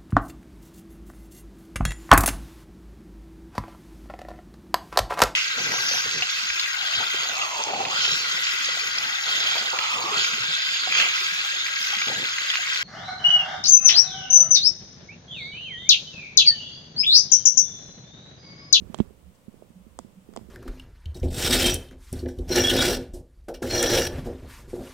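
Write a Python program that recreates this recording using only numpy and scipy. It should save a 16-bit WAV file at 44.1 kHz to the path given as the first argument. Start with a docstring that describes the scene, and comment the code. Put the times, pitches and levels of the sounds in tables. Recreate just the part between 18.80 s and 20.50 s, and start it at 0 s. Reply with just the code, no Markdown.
"""A small camera is hand-held over a snake's tank in a quiet room, with microphone hiss and a low hum
that swells and fades. From the start, fingers shift on the plastic case: a rubbing rumble and soft knocks
reach the right microphone through the shell. Near 0.2 s the seams snap, with dry scuffs and the heaviest
knock. Lighter knocks follow, and a seam snaps sharply at 1.2 s. From 1.5 s comes a last flurry of knocks,
with two more sharp snaps."""
import sys
import numpy as np
from scipy import signal
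from scipy.fft import rfft, irfft, next_fast_len
from scipy.io import wavfile

SR = 44100
rng = np.random.default_rng(int(sys.argv[2]) if len(sys.argv) > 2 else 0)


def transcribe(signal):
    """Save signal, clipped to [-1, 1], as a 16-bit WAV file at the path in sys.argv[1]."""
    frames = np.atleast_2d(signal).T
    limited = np.clip(frames, -1, 1)
    pcm = np.round(limited * 32767).astype(np.int16)
    wavfile.write(sys.argv[1], SR, pcm)


N = 74970
TIME = np.arange(N) / SR
FFT_SIZE = next_fast_len(N + SR // 2)
HZ = np.fft.rfftfreq(FFT_SIZE, 1 / SR)


def gain(db):
    """Turn decibels into a number to multiply by."""
    return 10 ** (np.asarray(db) / 20)


def cut(hz, kind, order):
    """A filter that keeps the "low" or "high" side of hz; a higher order cuts more steeply."""
    return signal.freqs(*signal.butter(order, 1, kind, analog=True), HZ / hz)[1]


def noise(colour, bottom_hz=1):
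    """Noise of standard strength, shaped by a colour: rows of frequency in Hz and relative level in dB."""
    hz, db = np.transpose(colour)
    shape = gain(np.interp(np.log(HZ + 1), np.log(hz + 1), db)) * cut(bottom_hz, "high", order=3)
    sound = irfft(rfft(rng.standard_normal(FFT_SIZE)) * shape, FFT_SIZE)[:N]
    return sound / sound.std()


def ringing(rings):
    """A filter that rings at the given pitches; the narrower a ring, the longer it lasts."""
    return sum(gain(db) * 1j * HZ * width / (pitch ** 2 - HZ ** 2 + 1j * HZ * width)
               for pitch, width, db in rings)


def strike(start, response):
    """The sound of one instant tap through a filter, at start seconds."""
    return irfft(response * np.exp(-2j * np.pi * HZ * start), FFT_SIZE)[:N]


def ring_out(sound, fade_s):
    """Smear a sound into a noisy tail that drops 60 dB in fade_s seconds."""
    t = TIME[:SR // 3]
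    tail = rng.standard_normal(len(t)) * gain(-60 * t / fade_s)
    return signal.fftconvolve(sound, tail / np.linalg.norm(tail))[:N]


def swell(middle, length):
    """A smooth rise and fall that peaks at middle seconds."""
    return np.exp(-2 * ((TIME - middle) / length) ** 2)


# How loud the hiss is, in dB: left, then right.
HISS_LEVELS = [-66, -65]
# The colour of each microphone's hiss. Each row: frequency in Hz, relative level in dB.
LEFT_HISS_COLOUR = [(300, -16), (1000, 2), (1600, -4.5), (3000, -6), (4500, -11.5), (6500, -11.5),
                    (8500, -9.5), (11000, -12), (15500, -13)]
RIGHT_HISS_COLOUR = [(300, 2), (1000, 5.5), (1600, -4), (3000, -2), (4500, -9), (6500, -8.5), (8500, -4),
                     (11000, -17), (15500, -27)]
def microphone_hiss():
    """Each microphone makes its own steady hiss."""
    colours = (LEFT_HISS_COLOUR, RIGHT_HISS_COLOUR)
    return np.array([gain(db) * noise(colour) for db, colour in zip(HISS_LEVELS, colours)])


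# The colour of the quiet room. Each row: frequency in Hz, relative level in dB.
ROOM_COLOUR = [(20, -34), (45, -17), (60, 1.5), (90, 4), (140, -0.5), (200, 2.5), (270, -4.5), (400, -11.5),
               (510, -2.5), (650, -12), (1000, -28), (2000, -30.5)]
def room_tone():
    """The room's faint, low noise reaches both microphones alike."""
    return gain(-62.5) * noise(ROOM_COLOUR)


# Swells of the hum. Each row: middle in seconds, length in seconds, left level in dB, pitch in Hz.
HUM_SWELLS = [(.005, 0.048, -51.5, 186.4), (0.484, 0.04, -57.5, 185.5), (0.987, 0.054, -52.5, 184),
              (1.385, 0.041, -52.5, 188.7), (1.644, 0.043, -58, 190)]
def hum():
    """A low tone swells and fades, wavering in level, louder on the right."""
    waver_db, right_boost_db = 4, 6
    tone = sum(gain(db) * swell(middle, length) * np.sqrt(2) * np.sin(2 * np.pi * hz * TIME)
               for middle, length, db, hz in HUM_SWELLS)
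    tone *= gain(waver_db * noise([(25, 8), (70, -63), (300, -100)]))
    return np.array([tone, gain(right_boost_db) * tone])


# The shifting grip. Each row: time in seconds, rumble level in dB, rubbing level in dB.
GRIP_LEVELS = [(0, -42, -50), (.06, -59, -45.5), (0.239, -54, -44.5), (.36, -54, -56), (.48, -48, -57),
               (.6, -71, -62), (.76, -65, -51), (.95, -60, -60), (1.08, -55.5, -59), (1.17, -51.5, -58),
               (1.27, -65, -51), (1.42, -63, -61.5), (1.5, -52.5, -50.5), (1.62, -58, -47.5),
               (1.7, -46.5, -53)]
# The colours of the rumble and the rubbing. Each row: frequency in Hz, relative level in dB.
RUMBLE_COLOUR = [(15, 3), (35, -15), (62, 19.5), (100, -0.5), (170, -29), (400, -37.5)]
RUB_COLOUR = [(80, 3), (190, 5.5), (300, -2.5), (520, -3.5), (750, -14.5), (1200, -18.5), (3000, -34.5)]
def hand_grip():
    """The hand rumbles and rubs on the case beside the right microphone."""
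    times, rumble_db, rub_db = np.transpose(GRIP_LEVELS)
    rumble = gain(np.interp(TIME, times, rumble_db)) * noise(RUMBLE_COLOUR)
    rub = gain(np.interp(TIME, times, rub_db)) * noise(RUB_COLOUR)
    return np.array([np.zeros(N), rumble + rub])


# Dry scuffs. Each row: middle in seconds, length in seconds, left and right levels in dB, low edge in Hz.
DRY_SCUFFS = [(.16, 0.15, -68.5, -64.5, 2000), (0.198, 0.032, -83, -51, 1950),
              (0.556, 0.012, -64, -76, 5700)]
# The colour of a scuff. Each row: frequency in Hz, relative level in dB.
DRY_SCUFF_COLOUR = [(1000, 18), (3000, 2), (5000, -4), (7500, -5), (9200, -9), (11000, -25), (15000, -42)]
def scuffs():
    """Short slides make puffs of noise whose level flickers, so they sound grainy."""
    grain_db = 3
    sound = np.zeros((2, N))
    for middle, length, left_db, right_db, bottom_hz in DRY_SCUFFS:
        for side, db in enumerate((left_db, right_db)):
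            slide = noise(DRY_SCUFF_COLOUR, bottom_hz)
            grain = gain(grain_db * noise([(200, -8), (800, -40), (3000, -80)]))
            sound[side] += gain(db) * swell(middle, length) * slide * grain
    return sound


# Finger knocks. Each row: start in seconds, strength in dB, high edge in Hz, low edge in Hz.
FINGER_KNOCKS = [(0.0193, 9.5, 304, 136), (0.0245, 15, 110, 32.4), (0.055, 18, 100, 30),
                 (0.0976, 14, 264, 131), (0.1442, 10, 1300, 130), (0.1872, -0.5, 1080, 250),
                 (0.1886, 16.5, 297, 150), (.2012, 12, 1040, 290), (0.2022, 33.5, 330, 35.3),
                 (0.306, 1.5, 448, 302), (0.6806, 11.5, 290, 86), (0.7416, 1.5, 417, 139),
                 (0.8226, 5, 564, 357), (0.9018, 0.5, 288, 130), (1.0653, 6.5, 281, 220),
                 (1.1894, 7, 1200, 217), (1.1932, 1, 760, 420), (1.1955, 9, 330, 222),
                 (1.2464, 7, 314, 119), (1.489, 8, 372, 222), (1.527, 4, 374, 260),
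                 (1.5378, -10, 1410, 1130), (1.5631, 5, 1200, 264), (1.5657, 2, 764, 456),
                 (1.5732, 5.5, 830, 213), (1.5764, 11, 490, 192), (1.592, -8.5, 980, 402),
                 (1.611, 3.5, 330, 101), (1.618, 5, 148, 40), (1.687, 6.5, 320, 222)]
# The pitches the case rings at. Each row: pitch in Hz, width in Hz, relative level in dB.
CASE_RINGS = [(92, 220, -3.5), (216.6, 49.2, 4), (358.4, 77, -3.5), (423, 53, -3), (513, 117, -6.5),
              (636, 113, 2.5), (842, 187, -2.5), (1080, 175, -5), (1460, 470, -8.5)]
def finger_knocks():
    """Fingers knock on the case; the softer the touch, the fewer of its rings it wakes."""
    case = ringing(CASE_RINGS)
    right = np.zeros(N)
    for start, db, top_hz, bottom_hz in FINGER_KNOCKS:
        touch = cut(top_hz, "low", order=5) * cut(bottom_hz, "high", order=2)
        right += strike(start, -gain(db) * case * touch)
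    return np.array([gain(-60) * right, right])  # the left microphone barely feels it


# How late each part of a snap arrives. Each row: frequency in Hz, delay in milliseconds.
PLASTIC_DELAYS = [(1000, 0.13), (2500, 0.19), (3400, 0.69), (4150, 2.74), (4900, 1.05), (6500, 0.46),
                  (9000, .05)]
def plastic_chirp():
    """A filter for the way plastic holds some frequencies back, which makes a snap chirp."""
    delay_s = np.interp(HZ, *np.transpose(PLASTIC_DELAYS)) / 1000
    return np.exp(-2j * np.pi * np.cumsum(delay_s) * HZ[1])


def microphone_ports():
    """A filter for the microphones' small openings, which let little of the highest treble in."""
    edge_hz, leak_db = 9600, -9
    return cut(edge_hz, "low", order=8) + gain(leak_db) * cut(edge_hz, "high", order=4)


# Snaps of the seams. Each row: start in seconds, then strengths in dB through the air, of the shell's
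# bright ring and of its dull ring, then high edge in Hz.
SEAM_SNAPS = [(.1446, -38, -6, -1.5, 10000), (0.148, -53, -21, -18, 12000), (0.1786, -50, -21, -34, 12000),
              (.1866, -53, -18.5, -10.5, 11100), (.2018, -52, -30, -5, 8000),
              (1.1892, -7, -6.5, -35, 12500), (1.5368, -22.5, -38, -34, 9000),
              (1.5628, -9, -11, -38, 11700), (1.5724, -9, -28, -11, 6540)]
# How a snap rings in the air and in the shell. Each row: pitch in Hz, width in Hz, relative level in dB.
AIR_RINGS = [(400, 590, -13), (1040, 600, -5.5), (2014, 220, -3), (3390, 450, -3), (5000, 910, -3.5),
             (7130, 1080, -2.5), (8540, 320, -4)]
BRIGHT_SHELL_RINGS = [(6900, 1560, -4.5), (7630, 750, -3.5), (8480, 680, -15)]
DULL_SHELL_RINGS = [(2490, 320, -13.5), (3160, 510, 1.5), (3700, 930, -5.5)]
def seam_snaps():
    """A seam slips: the left microphone hears it through the air, the right one through the shell."""
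    path = plastic_chirp() * microphone_ports()
    air = ringing(AIR_RINGS) * path
    bright = ringing(BRIGHT_SHELL_RINGS) * path
    dull = ringing(DULL_SHELL_RINGS) * cut(3680, "low", order=4) * path
    left, right = np.zeros(N), np.zeros(N)
    for start, air_db, bright_db, dull_db, top_hz in SEAM_SNAPS:
        slip = cut(top_hz, "low", order=4)
        shell = gain(bright_db) * bright + gain(dull_db) * dull
        left += strike(start, gain(air_db) * air * slip)
        right += strike(start, shell * slip)
    # The sound in the air comes back from the room to both microphones.
    room_echo = gain(-15) * np.array([ring_out(left, fade_s=0.41) for _ in range(2)])
    shell_rattle = gain(-12.5) * ring_out(right, fade_s=0.024)
    return np.array([left, right + shell_rattle]) + room_echo


def scene():
    """The sounds of the hand on the camera, over the quiet room."""
    background = microphone_hiss() + room_tone() + hum()
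    return background + hand_grip() + scuffs() + finger_knocks() + seam_snaps()


def record(dry):
    """The camera keeps nothing above its highest frequency."""
    top_hz = 15900
    return irfft(rfft(dry, FFT_SIZE) * (HZ < top_hz), FFT_SIZE)[:, :N]


dry = scene()
out = record(dry)
transcribe(out)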